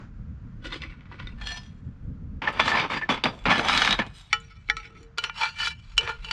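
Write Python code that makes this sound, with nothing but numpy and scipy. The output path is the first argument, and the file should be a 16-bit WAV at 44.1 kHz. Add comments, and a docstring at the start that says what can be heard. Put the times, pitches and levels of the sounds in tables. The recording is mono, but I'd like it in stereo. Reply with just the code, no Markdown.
"""Old slates are worked loose from a boarded spire outdoors: first heard from afar in mono, then, after a cut, close by
in stereo. Grit scrapes and edges knock, driving resonant modes: the slates ring dully on the boards and clearly once
held free in gloved hands. Shaped noise makes wind rumble on the microphone over a faint rustle of bushes.
A short scatter follows the slates; the microphone dulls the treble."""
import sys
import numpy as np
from scipy import signal
from scipy.fft import rfft, irfft, next_fast_len
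from scipy.io import wavfile

SR = 44100
rng = np.random.default_rng(int(sys.argv[2]) if len(sys.argv) > 2 else 0)


def inscribe(sig):
    """Save sig as 16-bit PCM at rate SR to the path in sys.argv[1].

    A 1-D sig is mono; a 2-D sig holds one channel per row.
    Samples are clipped to [-1, 1] before scaling.
    """
    pcm = np.round(np.clip(np.atleast_2d(sig).T, -1, 1) * 32767)
    wavfile.write(sys.argv[1], SR, pcm.astype(np.int16))


N = 278712
CUT_S = 2.418  # the far view ends and the close view begins
IS_FAR = np.arange(N) < CUT_S * SR


def amp(db):
    """Decibel law: the amplitude gain of a level in dB."""
    return 10 ** (np.asarray(db) / 20)


def unit(x):
    """Normalisation: x at rms 1."""
    return x / np.sqrt(np.mean(x ** 2) + 1e-20)


def along(points, hz):
    """Logarithmic frequency scale: interpolates (f/Hz, value) points on a log axis."""
    f, v = np.transpose(points)
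    return np.interp(np.log(hz + 1), np.log(f + 1), v)


def curves(tables):
    """Linear interpolation: one value per sample for each column after the time."""
    s, *cols = np.vstack(tables).T
    return np.array([np.interp(np.arange(N) / SR, s, c) for c in cols])


def wobble(rate, size=N):
    """Slow random modulation: straight lines between normal random knots, rate of them a second."""
    knots = int(size * rate / SR) + 2
    return np.interp(np.arange(size) * rate / SR, np.arange(knots), rng.standard_normal(knots))


def filtered(x, response):
    """Linear filtering: the spectrum of x times a response of frequency."""
    m = next_fast_len(N + 8192)
    spectrum = rfft(x, m) * response(np.fft.rfftfreq(m, 1 / SR))
    return irfft(spectrum, m)[..., :N]


def rush(spectrum, side_db):
    """Mid-side synthesis: noise of rms 1 in all; the two ports differ only in the close view."""
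    mid, side = filtered(rng.standard_normal((2, N)), lambda hz: amp(along(spectrum, hz)))
    side = side * amp(side_db) * (np.arange(N) > CUT_S * SR)
    return unit(np.array([mid + side, mid - side]))


# Course of the rustle, before its random drift: t/s, level/dB
RUSTLE_COURSE = [(0, -49.5), (.1, -64), (.5, -60.5), (1.9, -62), (2.41, -64.5), (2.43, -60.5), (4.3, -65),
                 (5.1, -62.5), (6.32, -67)]
# Spectral density of the rustle: f/Hz, level/dB (per Hz, relative)
RUSTLE_SPECTRUM = [(200, -2.5), (400, -8.5), (800, -8.5), (1400, -4), (2200, -13), (4000, -23.5),
                   (7000, -21.5), (9000, -44.5), (16000, -82.5)]


def bushes():
    """Broadband noise: many small leaf contacts merge into a smooth hiss that drifts in level."""
    level_db = curves([RUSTLE_COURSE])[0] + 1.6 * wobble(4.2)
    return amp(level_db) * rush(RUSTLE_SPECTRUM, side_db=-1.5)


# Course of the wind in each view, before gusts: t/s, deep buffet level/dB, rumble level/dB
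WIND_COURSE = [
    [(0.0, -46, -43.5), (0.33, -52, -43), (0.72, -44, -46.5), (0.92, -55, -45.5), (1.44, -43, -45.5),
     (1.9, -48.5, -41.5), (2.11, -44.5, -40), (2.41, -44, -40.5)],
    [(2.43, -49.5, -47), (3.26, -49, -51.5), (3.61, -48, -42), (4.4, -52.5, -56.5), (4.67, -52, -53),
     (5.08, -63.5, -54.5), (5.7, -50.5, -49.5), (6.32, -48, -52.5)],
]
# Spectral densities of the deep buffet and of the rumble in each view: f/Hz, level/dB (per Hz, relative)
BUFFET_SPECTRUM = [(12, -22.5), (25, 12.5), (45, 17.5), (75, -2.5), (110, -50)]
FAR_RUMBLE_SPECTRUM = [(35, -45), (60, -0.5), (150, -5), (235, -10.5), (295, -18.5), (355, -31),
                       (464, -27.5), (700, -44), (910, -58), (1540, -120)]
NEAR_RUMBLE_SPECTRUM = [(35, -20.5), (60, 1.5), (120, -0.5), (180, -4), (250, -20.5), (350, -27),
                        (550, -47), (900, -97.5)]


def wind():
    """Turbulent pressure: gusts thump and rumble in lumps on the microphone."""
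    deep_db, rumble_db = curves(WIND_COURSE)
    gust = wobble(8.9)
    deep = amp(deep_db + 5.7 * gust + 2.0 * wobble(5.0)) * rush(BUFFET_SPECTRUM, side_db=-8.0)
    far = rush(FAR_RUMBLE_SPECTRUM, side_db=-99)
    near = rush(NEAR_RUMBLE_SPECTRUM, side_db=-21.5)
    rumble = amp(rumble_db + 0.45 * gust + 3.25 * wobble(21)) * np.where(IS_FAR, far, near)
    return deep + rumble


def echoes(x, level_db, t60, bright):
    """Diffuse scattering: a short decaying random tail, different in each port and tilted toward the treble."""
    t = np.arange(SR // 4) / SR
    tail = rng.standard_normal((2, len(t))) * amp(-60 * t / t60) * (t > .001)
    tail = signal.lfilter([1, -bright], 1, tail)  # the treble tilt
    tail /= np.linalg.norm(tail[0])
    return x + amp(level_db) * signal.fftconvolve(x, tail, axes=1)[:, :N]


def toward_right(x, lag_s, shade_db):
    """Port delay and shading: sound from the right reaches the left port late and duller."""
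    side = np.array([[-.5], [.5]])

    def response(hz):
        turn = 2 * np.pi * hz * lag_s / np.sqrt(1 + (hz / 6000) ** 2)  # phase levels off in the treble
        shade = amp(shade_db * side * np.minimum(hz / 9000, 1.5))
        return np.exp(1j * turn * side) * shade

    return filtered(x, response)


PART_EDGES_HZ = [700, 2500, 6200]  # between the low, body, bright and top parts
FIRM_DB = -30  # body level of a firm contact
FAINT_HISS = .4  # dB of top part for each dB that a contact is weaker
RUB_TOP_FOLLOWS, HIT_TOP_FOLLOWS = .6, 1.3  # dB of top part for each dB of bright part


def parts(body_db, low_db, bright_db, top_db, follows):
    """Spectral balance: levels of the four parts; the top follows the bright part, weak contacts hiss more."""
    top = top_db + follows * bright_db - FAINT_HISS * (body_db - FIRM_DB)
    return body_db + np.array([low_db, 0, bright_db, top])


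def grit(spiky_db, clump_db):
    """Granular friction: sand catches between two faces as clumped uneven noise; coarse grains crack at times."""
    spikes_db = spiky_db * np.minimum(rng.exponential(size=N), 5)
    sizes = amp(spikes_db + clump_db * (wobble(45) + wobble(160)))
    coarse = signal.lfilter([1], [1, -.97], rng.random(N) < 90 / SR)  # about 90 a second, each dying away
    return unit(sizes * (1 + 0.88 * coarse) * rng.standard_normal(N))


RAMP_DB = 20  # a stroke climbs this much in its rise and loses it in its fall
# Scraping strokes: full strength from t/s, rise t/s, hold t/s, fall t/s,
# body level/dB, low part level/dB (from body), bright part level/dB (from body)
SCRAPING_STROKES = [ (0.652, 0.02, 0.0011, 0.047, -36, -7, -1.5),
                    (0.741, 0.07, .001, 0.096, -36.5, -9.5, -3), (.83, .045, .001, 0.1, -41, -6.5, -6.5),
                    (0.933, .03, .001, .3, -52, -27, -19), (1.121, .008, .001, .11, -46, -6.5, -29),
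                    (1.194, 0.029, .001, 0.026, -39, -16, -20), (1.26, 0.17, .001, 0.13, -47.5, -20, -7.5),
                    (1.416, 0.037, 0.0011, 0.074, -36.5, -29, -12),
                    (1.47, 0.047, 0.076, 0.1, -38.5, -16.5, 1), (1.668, 0.11, .001, 0.4, -63, -18, -7),
                    (2.419, .002, .001, 0.12, -28, -6.5, -15),
                    (2.482, 0.0083, .001, 0.045, -22.5, -2.5, -15), (2.54, .05, 0.051, .02, -36, -2.5, -8),
                    (2.597, 0.0049, 0.00088, .034, -14, -7.5, -4.5),
                    (2.657, 0.07, 0.048, 0.091, -25.5, -4, -0.5),
                    (2.762, 0.17, 0.041, 0.054, -20, -10, -5.5), (2.827, 0.07, 0.024, 0.029, -27, -2, -24),
                    (2.901, .006, 0.055, .05, -33.5, -1.5, -4),
                    (2.96, 0.089, 0.016, 0.042, -28.5, -5.5, -4.5),
                    (3.022, .015, .001, 0.071, -31, -4, -14.5),
                    (3.093, 0.0046, 0.0091, 0.082, -19, -0.5, -5.5),
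                    (3.244, 0.0077, 0.023, 0.048, -22.5, 0.5, -6.5), (3.295, 0.036, .001, 0.27, -49, 11, 0),
                    (3.46, 0.0063, .001, 0.084, -16.5, -6.5, -29),
                    (3.509, 0.035, .001, 0.13, -15, -13.5, -13), (3.595, 0.077, .001, 0.064, -23.5, -3, -6),
                    (3.645, 0.057, 0.047, .03, -27, -8, -7), (3.691, 0.016, .2, 0.024, -21, -14.5, -5),
                    (3.931, 0.06, .001, 0.052, -21.5, -10, -8), (3.995, .016, .001, 0.046, -19, -8, -23),
                    (4.065, .05, .001, 0.14, -50.5, -1.5, -7), (4.152, 0.035, .05, 0.17, -57, -25, 7),
                    (4.318, 0.051, .06, 0.13, -47, -22, -1.5), (4.455, .1, 0.39, 0.044, -63.5, -26, -1),
                    (4.786, 0.11, .001, 0.035, -44, -11.5, -9),
                    (4.804, 0.0293, 0.063, 0.066, -52.5, -18.5, -8),
                    (4.905, 0.097, 0.091, 0.12, -62, 5, -1.5), (4.97, .05, .03, .04, -65, -8, 1),
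                    (5.19, 0.06, .001, 0.091, -42.5, -7, 2), (5.242, 0.014, .001, 0.071, -31, -17, -1.5),
                    (5.374, 0.039, 0.046, 0.059, -32.5, -28, 0.8),
                    (5.42, 0.035, 0.051, 0.036, -26.5, -29, -2.5),
                    (5.56, 0.045, 0.023, 0.064, -40.5, -28, -1),
                    (5.596, 0.029, 0.038, 0.07, -28.5, -31.5, 2),
                    (5.676, 0.11, 0.00085, 0.033, -33, -26.5, 8), (5.693, .02, .001, 0.042, -54, -15, 9),
                    (5.765, .05, 0.1, 0.059, -63.5, -28, -2), (5.893, 0.16, 0.039, 0.082, -57, -30, 0),
                    (5.99, 0.021, 0.047, 0.11, -38.5, -6, -3.5),
                    (6.055, 0.036, 0.041, 0.11, -38, -14, -7.5),
                    (6.254, 0.067, 0.056, .05, -47, -14.5, 3.2), ]


def strokes(begin, end, t, top_db):
    """Energy addition: strokes rise, hold and fall, adding in power; one gain curve for each part."""
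    power = np.zeros((4, len(t)))
    for s, rise, hold, fall, *levels in SCRAPING_STROKES:
        if begin <= s < end:
            away = np.maximum(s - t, 0) / rise + np.maximum(t - s - hold, 0) / fall
            part_gains = amp(parts(*levels, top_db, RUB_TOP_FOLLOWS))
            power += np.outer(part_gains, amp(-RAMP_DB * away)) ** 2
    return np.sqrt(power)


def knock(t60, loose):
    """Impulse excitation: one blow, and the loose edge clattering after it as decaying noise."""
    t = np.arange(SR // 10) / SR
    strength = np.sqrt(t60 * SR / np.log(10 ** 6))  # norm of an exponential decay with this t60
    clatter = amp(-60 * t / t60) * rng.standard_normal(len(t))
    clatter *= loose * strength / np.linalg.norm(clatter)
    clatter[:3] += strength * np.array([1, 2, 1]) / 4  # the contact lasts a moment
    return clatter


# Knocks: t/s, body level/dB, low part level/dB (from body), bright part level/dB (from body), favoured f/Hz
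EDGE_KNOCKS = [ (.645, -40.5, -22, -4, 1430), (.724, -38.5, -20, -1.5, 3620), (.758, -43, 7, -14, 3430),
               (.819, -38, -22, 6, 3210), (.836, -38.5, -18, -2, 2020), (.923, -53, -22, -11, 1990),
               (1.008, -51, -22, -5, 2140), (1.056, -50, -19, -23, 1530), (1.115, -47.5, -19, -29, 975),
               (1.19, -57, -13, -21, 2280), (1.271, -42, -9, -5, 3720), (1.413, -38.5, -24, -10, 2430),
               (1.471, -29, -38, 3, 1780), (1.515, -39, -24, -3.5, 3270), (1.574, -48.5, -20, 10, 3340),
               (2.419, -31.5, -39, -25, 2080), (2.444, -30, -11.5, -19.5, 1450),
               (2.474, -24.5, -30, -22, 1750), (2.527, -66, -10, 17, 6100), (2.595, -19, -29, -20, 1040),
               (2.605, -17.5, -28, -7.5, 1340), (2.679, -21.5, -13, -1.5, 1300),
               (2.717, -24.5, -16, -18.5, 1720), (2.742, -24, -28, -18, 1330),
               (2.774, -22.5, -26, -24, 1290), (2.9, -35, -8, -7.5, 1260), (3.014, -38, -24, -25, 1520),
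               (3.091, -22, 3, -13, 946), (3.144, -32, -6, -1.5, 1530), (3.238, -23.5, -0.5, 4.7, 4660),
               (3.256, -19, -25, -20, 1270), (3.39, -65, -13, 10, 3300), (3.44, -56.5, -10, 7.5, 3320),
               (3.455, -20.5, -4.5, -16, 1000), (3.496, -20, -27, -30, 1310), (3.515, -17, -19, -21, 1385),
               (3.595, -25, -16, -17, 1680), (3.685, -18.5, -13, -3, 1320), (3.696, -17.5, -35, -22, 1320),
               (3.776, -23, -10, 7, 2200), (3.819, -17, -24, 0, 2510), (3.848, -24.5, -27, 5.5, 2510),
               (3.876, -24.5, -27, -10, 1630), (3.908, -20.5, -19, 2, 2930), (3.926, -23.5, -18, 3, 4010),
               (3.99, -21.5, -3.5, -6.5, 3040), (4.065, -48.5, 7.5, 2.8, 3350),
               (4.329, -7.5, -27.5, -1, 2930), (4.402, -51.5, -34, 6, 4070), (4.688, -32.5, -9, -10, 2270),
               (4.699, -5.5, -37, -9.5, 2180), (4.768, -23.5, -26, -2, 1280), (5.03, -48, -23, 0.5, 4400),
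               (5.183, -23, -14.5, 6.5, 1416), (5.187, -28.5, -31, 4, 1390), (5.223, -41, -27, 1, 4000),
               (5.239, -20.5, -33, 6.5, 1380), (5.297, -23.5, -44.5, -22, 2990),
               (5.418, -18, -35, -15, 2350), (5.434, -15.5, -42, -8, 900), (5.464, -23, -41, -14, 894),
               (5.601, -29, -26, -7, 2980), (5.632, -26, -24, -10, 1380), (5.672, -24, -37, -12, 1410),
               (5.969, -47, -20, 10, 3000), (5.979, -20, -20, 13.5, 5350), (6.009, -33, -12, 3, 1660),
               (6.067, -34.5, -23, -18, 1750), (6.076, -28, -15, -23, 1690), (6.246, -35, -19, 4, 3000),
               (6.311, -18.5, -49, 3.5, 1920), ]


def knocks(begin, end, clatter_t60, loose, mode_count):
    """Point-dependent excitation: each knock's row, its blow and a random contact spot for every mode."""
    rows = [row for row in EDGE_KNOCKS if begin <= row[0] < end]
    return [(row, knock(clatter_t60, loose), rng.standard_normal(mode_count)) for row in rows]


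WANDER_DB, SCATTER_DB = 6, 2  # drift of a sharp mode's share along a stroke; scatter of any between knocks
BROAD_HZ, BROAD_WANDER_DB = 400, 2  # modes wider than this, and the low ones, drift little
# Bounds of the turns in which each set of slates is handled: t/s
HANDLING_TURNS = [0, 1.375, 2.418, 3.452, 4.3, 5.175, 6.32]


def slates(modes, order, grains, rub_top_db, hit_top_db, clatter_t60, loose, favour_db, spread_db):
    """Modal superposition: grit and knocks drive each mode; the contact decides how much each one takes."""
    hz, width, db = np.transpose(modes)
    part = np.digitize(hz, PART_EDGES_HZ)
    power = amp(db) ** 2 * width
    share = np.sqrt(power / np.bincount(part, power)[part])  # powers in each part add to one
    begin, end = HANDLING_TURNS[order:order + 2]
    start = round(begin * SR)
    stop = min(round(end * SR) + SR // 4, N)  # room to ring on
    stroke = strokes(begin, end, np.arange(start, stop) / SR, rub_top_db)
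    hits = knocks(begin, end, clatter_t60, loose, len(modes))
    out = np.zeros((2, N))
    for k in range(len(modes)):
        push = np.zeros(N + SR // 10)
        wander_db = WANDER_DB if width[k] < BROAD_HZ and part[k] else BROAD_WANDER_DB
        drift = amp(wander_db * wobble(18.06, size=stop - start))
        push[start:stop] = stroke[part[k]] * drift * grains[start:stop]
        for (s, *levels, favoured_hz), blow, spot in hits:
            level_db = parts(*levels, hit_top_db, HIT_TOP_FOLLOWS)[part[k]] + SCATTER_DB * spot[k]
            octaves = np.log2(hz[k] / favoured_hz)
            level_db += favour_db * np.exp(-(octaves / 0.1) ** 2)  # modes near the favoured pitch take more
            push[round(s * SR):][:len(blow)] += amp(level_db) * blow
        resonator = signal.iirpeak(hz[k], max(hz[k] / width[k], .6), SR)
        ring = signal.lfilter(*resonator, push[start:stop])
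        # neighbouring modes swing against each other
        ring *= (-1) ** k * share[k] * np.sqrt(SR / (np.pi * width[k]))
        edges = [.5 * hz[k], min(2 * hz[k], .45 * SR)]  # a mode gives the air little far from its own pitch
        ring = signal.lfilter(*signal.butter(2, edges, "band", fs=SR), ring)
        # each sharp mode radiates its own way
        lean_db = spread_db * np.tanh(rng.normal()) * (width[k] < BROAD_HZ)
        out[:, start:stop] += ring * amp(lean_db * np.array([[.5], [-.5]]))
    return out


# Modes of the first far slates: f/Hz, width f/Hz, level/dB (density, relative within each part)
FIRST_FAR_MODES = [(300, 72, -4.0), (530, 66, -13.5), (1695, 3400, -4.5), (3980, 3300, -17),
                   (8060, 3800, -58.5), (976, 89, -2), (1468, 37, 5.0), (2000, 63, 5.0), (2246, 71, 0.5),
                   (2720, 104, -0.5), (2927, 68, -0.5), (3430, 62, -2), (3660, 73, -3.5), (4140, 46, -9),
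                   (5050, 49, -6), (5340, 28, -36), (6040, 50, -11.5), (6500, 39, -26), (6670, 77, -32),
                   (6640, 33, -27), (8120, 37, -16)]


def first_far_slates():
    """Damped resonance: broad modes ring dully from afar, with no spread between the ports."""
    return slates(FIRST_FAR_MODES, order=0, grains=grit(1.8, 3.0), rub_top_db=-28.5, hit_top_db=-42,
                  clatter_t60=0.031, loose=0.96, favour_db=18.5, spread_db=0)


# Modes of the second far slates: f/Hz, width f/Hz, level/dB (density, relative within each part)
SECOND_FAR_MODES = [(503, 260, -24), (1510, 3600, -17), (4200, 6500, -20.0), (8040, 5000, -43.5),
                    (691, 21, -12), (1000, 30, -19), (1774, 10.5, 2), (2350, 51, -16), (2890, 92, -10),
                    (3263, 50, 3.5), (3540, 29, -9), (4080, 28, -18), (4250, 18, -2), (5160, 27, -7),
                    (5710, 32, -25), (5880, 14, -1.5), (6450, 78, -23), (6940, 100, -25.5),
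                    (7270, 66, -15.5), (7700, 76, -29.5), (8800, 44, -24.0), (9100, 88, -29)]


def second_far_slates():
    """Resonance over a broad bed: sharper modes under spikier grit, with no spread between the ports."""
    return slates(SECOND_FAR_MODES, order=1, grains=grit(7.3, 1.2), rub_top_db=-22, hit_top_db=-31,
                  clatter_t60=0.024, loose=1.37, favour_db=7.5, spread_db=0)


# Modes of slates on the boards: f/Hz, width f/Hz, level/dB (density, relative within each part)
ROOF_MODES = [(139, 44, 1.5), (209, 33, 5.5), (287.5, 95, 8.5), (338, 220, 2.5), (536, 630, 0.5),
              (1640, 5300, -3), (3560, 3900, -16), (9000, 6000, -44.0), (897, 270, 3), (1304, 17, 0.5),
              (1761, 48, 8.5), (2214, 320, -3), (3430, 14, -7.0), (3660, 58, -5.5), (3850, 17, -21.5),
              (4070, 410, -9), (4420, 39, -21), (4790, 71, -11.0), (5500, 59, -26.0), (6050, 38, -17),
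              (5930, 72, -37.5), (6740, 71, -39.5), (7320, 51, -34), (7540, 58, -26.0), (8300, 100, -39.5),
              (8550, 35, -34.0), (9000, 98, -37.0)]


def roof_slates():
    """Boundary damping: slates lying on the boards ring dully, with strong low modes."""
    return slates(ROOF_MODES, order=2, grains=grit(2.6, 1.45), rub_top_db=-20, hit_top_db=-17.5,
                  clatter_t60=0.044, loose=1.6, favour_db=13.5, spread_db=2.5)


# Modes of a slate dragged off: f/Hz, width f/Hz, level/dB (density, relative within each part)
PULLED_MODES = [(209.0, 68, 4.0), (307, 87, -7.5), (476, 450, -4), (827, 160, -4.5), (1640, 3400, -1.0),
                (3560, 4900, -14.0), (8850, 5500, -35), (926, 370, -13.0), (1350, 120, -9), (1746, 19, 8),
                (2164, 130, -4.5), (2490, 9.8, 0.5), (2890, 19, 0.5), (3370, 60, -5.0), (3750, 37, 3.5),
                (3940, 19, -4.5), (4490, 35, -15.5), (5030, 27, -5.5), (5900, 35, -27.5), (5900, 57, -7.5),
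                (6600, 280, -35), (7040, 26, -22.5), (7400, 52, -21.0), (7600, 45, -32.5),
                (8200, 47, -22.0), (8520, 26, -28.5), (8960, 53, -39.5)]


def pulled_slate():
    """Friction drive: a slate dragged off the boards scrapes, and its loose edge clatters."""
    return slates(PULLED_MODES, order=3, grains=grit(3.5, 0.65), rub_top_db=-15.5, hit_top_db=-31,
                  clatter_t60=0.029, loose=1.83, favour_db=10, spread_db=1)


# Modes of slates held apart: f/Hz, width f/Hz, level/dB (density, relative within each part)
HELD_MODES = [(300, 88, -20), (456, 5.6, -5), (837, 22, -9), (943, 24, -28), (1054, 11, -13.5),
              (1314, 16.6, 3), (1435, 19, -4), (1747, 19, -9.5), (1895, 32, -2.5), (2257, 230, -4.5),
              (2344, 43, 0.5), (2563, 54, -14), (2740, 20, -7), (2980, 16, -1), (3470, 58, -8.5),
              (3670, 38, -14), (3970, 36, -7.5), (4400, 50, -7.5), (4550, 45, -15), (5360, 49, -9.5),
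              (5730, 70, -8.5), (6160, 25, -16), (6630, 35, -40), (7100, 30, -30.5), (7660, 28, -38.5),
              (2000, 1100, -22.5), (4260, 7000, -25.5), (8950, 3400, -61.5)]


def held_slates():
    """Free-plate resonance: two slates held apart ring clearly in narrow modes."""
    return slates(HELD_MODES, order=4, grains=grit(3.6, 3.0), rub_top_db=-26, hit_top_db=-7,
                  clatter_t60=0.0081, loose=0.91, favour_db=8.0, spread_db=7.0)


# Modes of slates pressed together: f/Hz, width f/Hz, level/dB (density, relative within each part)
PAIR_MODES = [(454, 31, 8), (570, 120, -29), (1765, 1600, -12.0), (4370, 9100, -23.0), (8820, 5400, -43.5),
              (898.0, 24.4, -5), (1418, 42, -2.0), (1753, 24, -2), (2340, 23.4, -1.5), (2760, 36, -4),
              (2972, 25, 1.5), (3400, 65, -11.0), (3960, 53, -5.5), (4230, 24, -9.0), (4610, 117, -7.0),
              (5340, 43, -10.5), (5860, 98, -10.5), (5970, 43, -13.5), (6340, 31, -28.5), (6700, 51, -39),
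              (7300, 42, -29), (6740, 60, -15), (8000, 150, -28), (8400, 72, -39), (9000, 78, -40)]


def pressed_pair():
    """Contact damping: the two slates pressed together ring in mostly broader modes."""
    return slates(PAIR_MODES, order=5, grains=grit(2.2, 3.1), rub_top_db=-20.5, hit_top_db=-17,
                  clatter_t60=.015, loose=0.98, favour_db=9.0, spread_db=8)


def scene():
    """Superposition: the wide view in mono, then the close view in stereo, with wind and bushes throughout."""
    far = first_far_slates() + second_far_slates()
    wide = echoes(far, level_db=-8, t60=0.12, bright=0.18)[0] * IS_FAR
    on_roof = roof_slates() + pulled_slate()
    in_hands = held_slates() + pressed_pair()
    near = toward_right(on_roof, lag_s=.000045, shade_db=1.5)
    near += toward_right(in_hands, lag_s=.000045, shade_db=6.5)
    close = echoes(near, level_db=-7, t60=0.053, bright=0.88)
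    return wide + close + wind() + bushes()


PEAK = .9  # amplitude that the rounding approaches
TOP_HZ = 15800  # band limit
# Frequency response of the microphone: f/Hz, level/dB (gain)
MIC_RESPONSE = [(100, 2), (4500, -2.5), (6500, -8.5), (9000, -9.5), (12000, -15.5), (14000, -29.5),
                (16000, -31)]


def record(dry):
    """Transducer response: treble is dulled, the loudest peaks are rounded off, then the band is limited."""
    x = filtered(dry, lambda hz: amp(along(MIC_RESPONSE, hz)))
    x = x / (1 + np.abs(x / PEAK) ** 4) ** (1 / 4)
    return filtered(x, lambda hz: hz < TOP_HZ)


dry = scene()
out = record(dry)
inscribe(out)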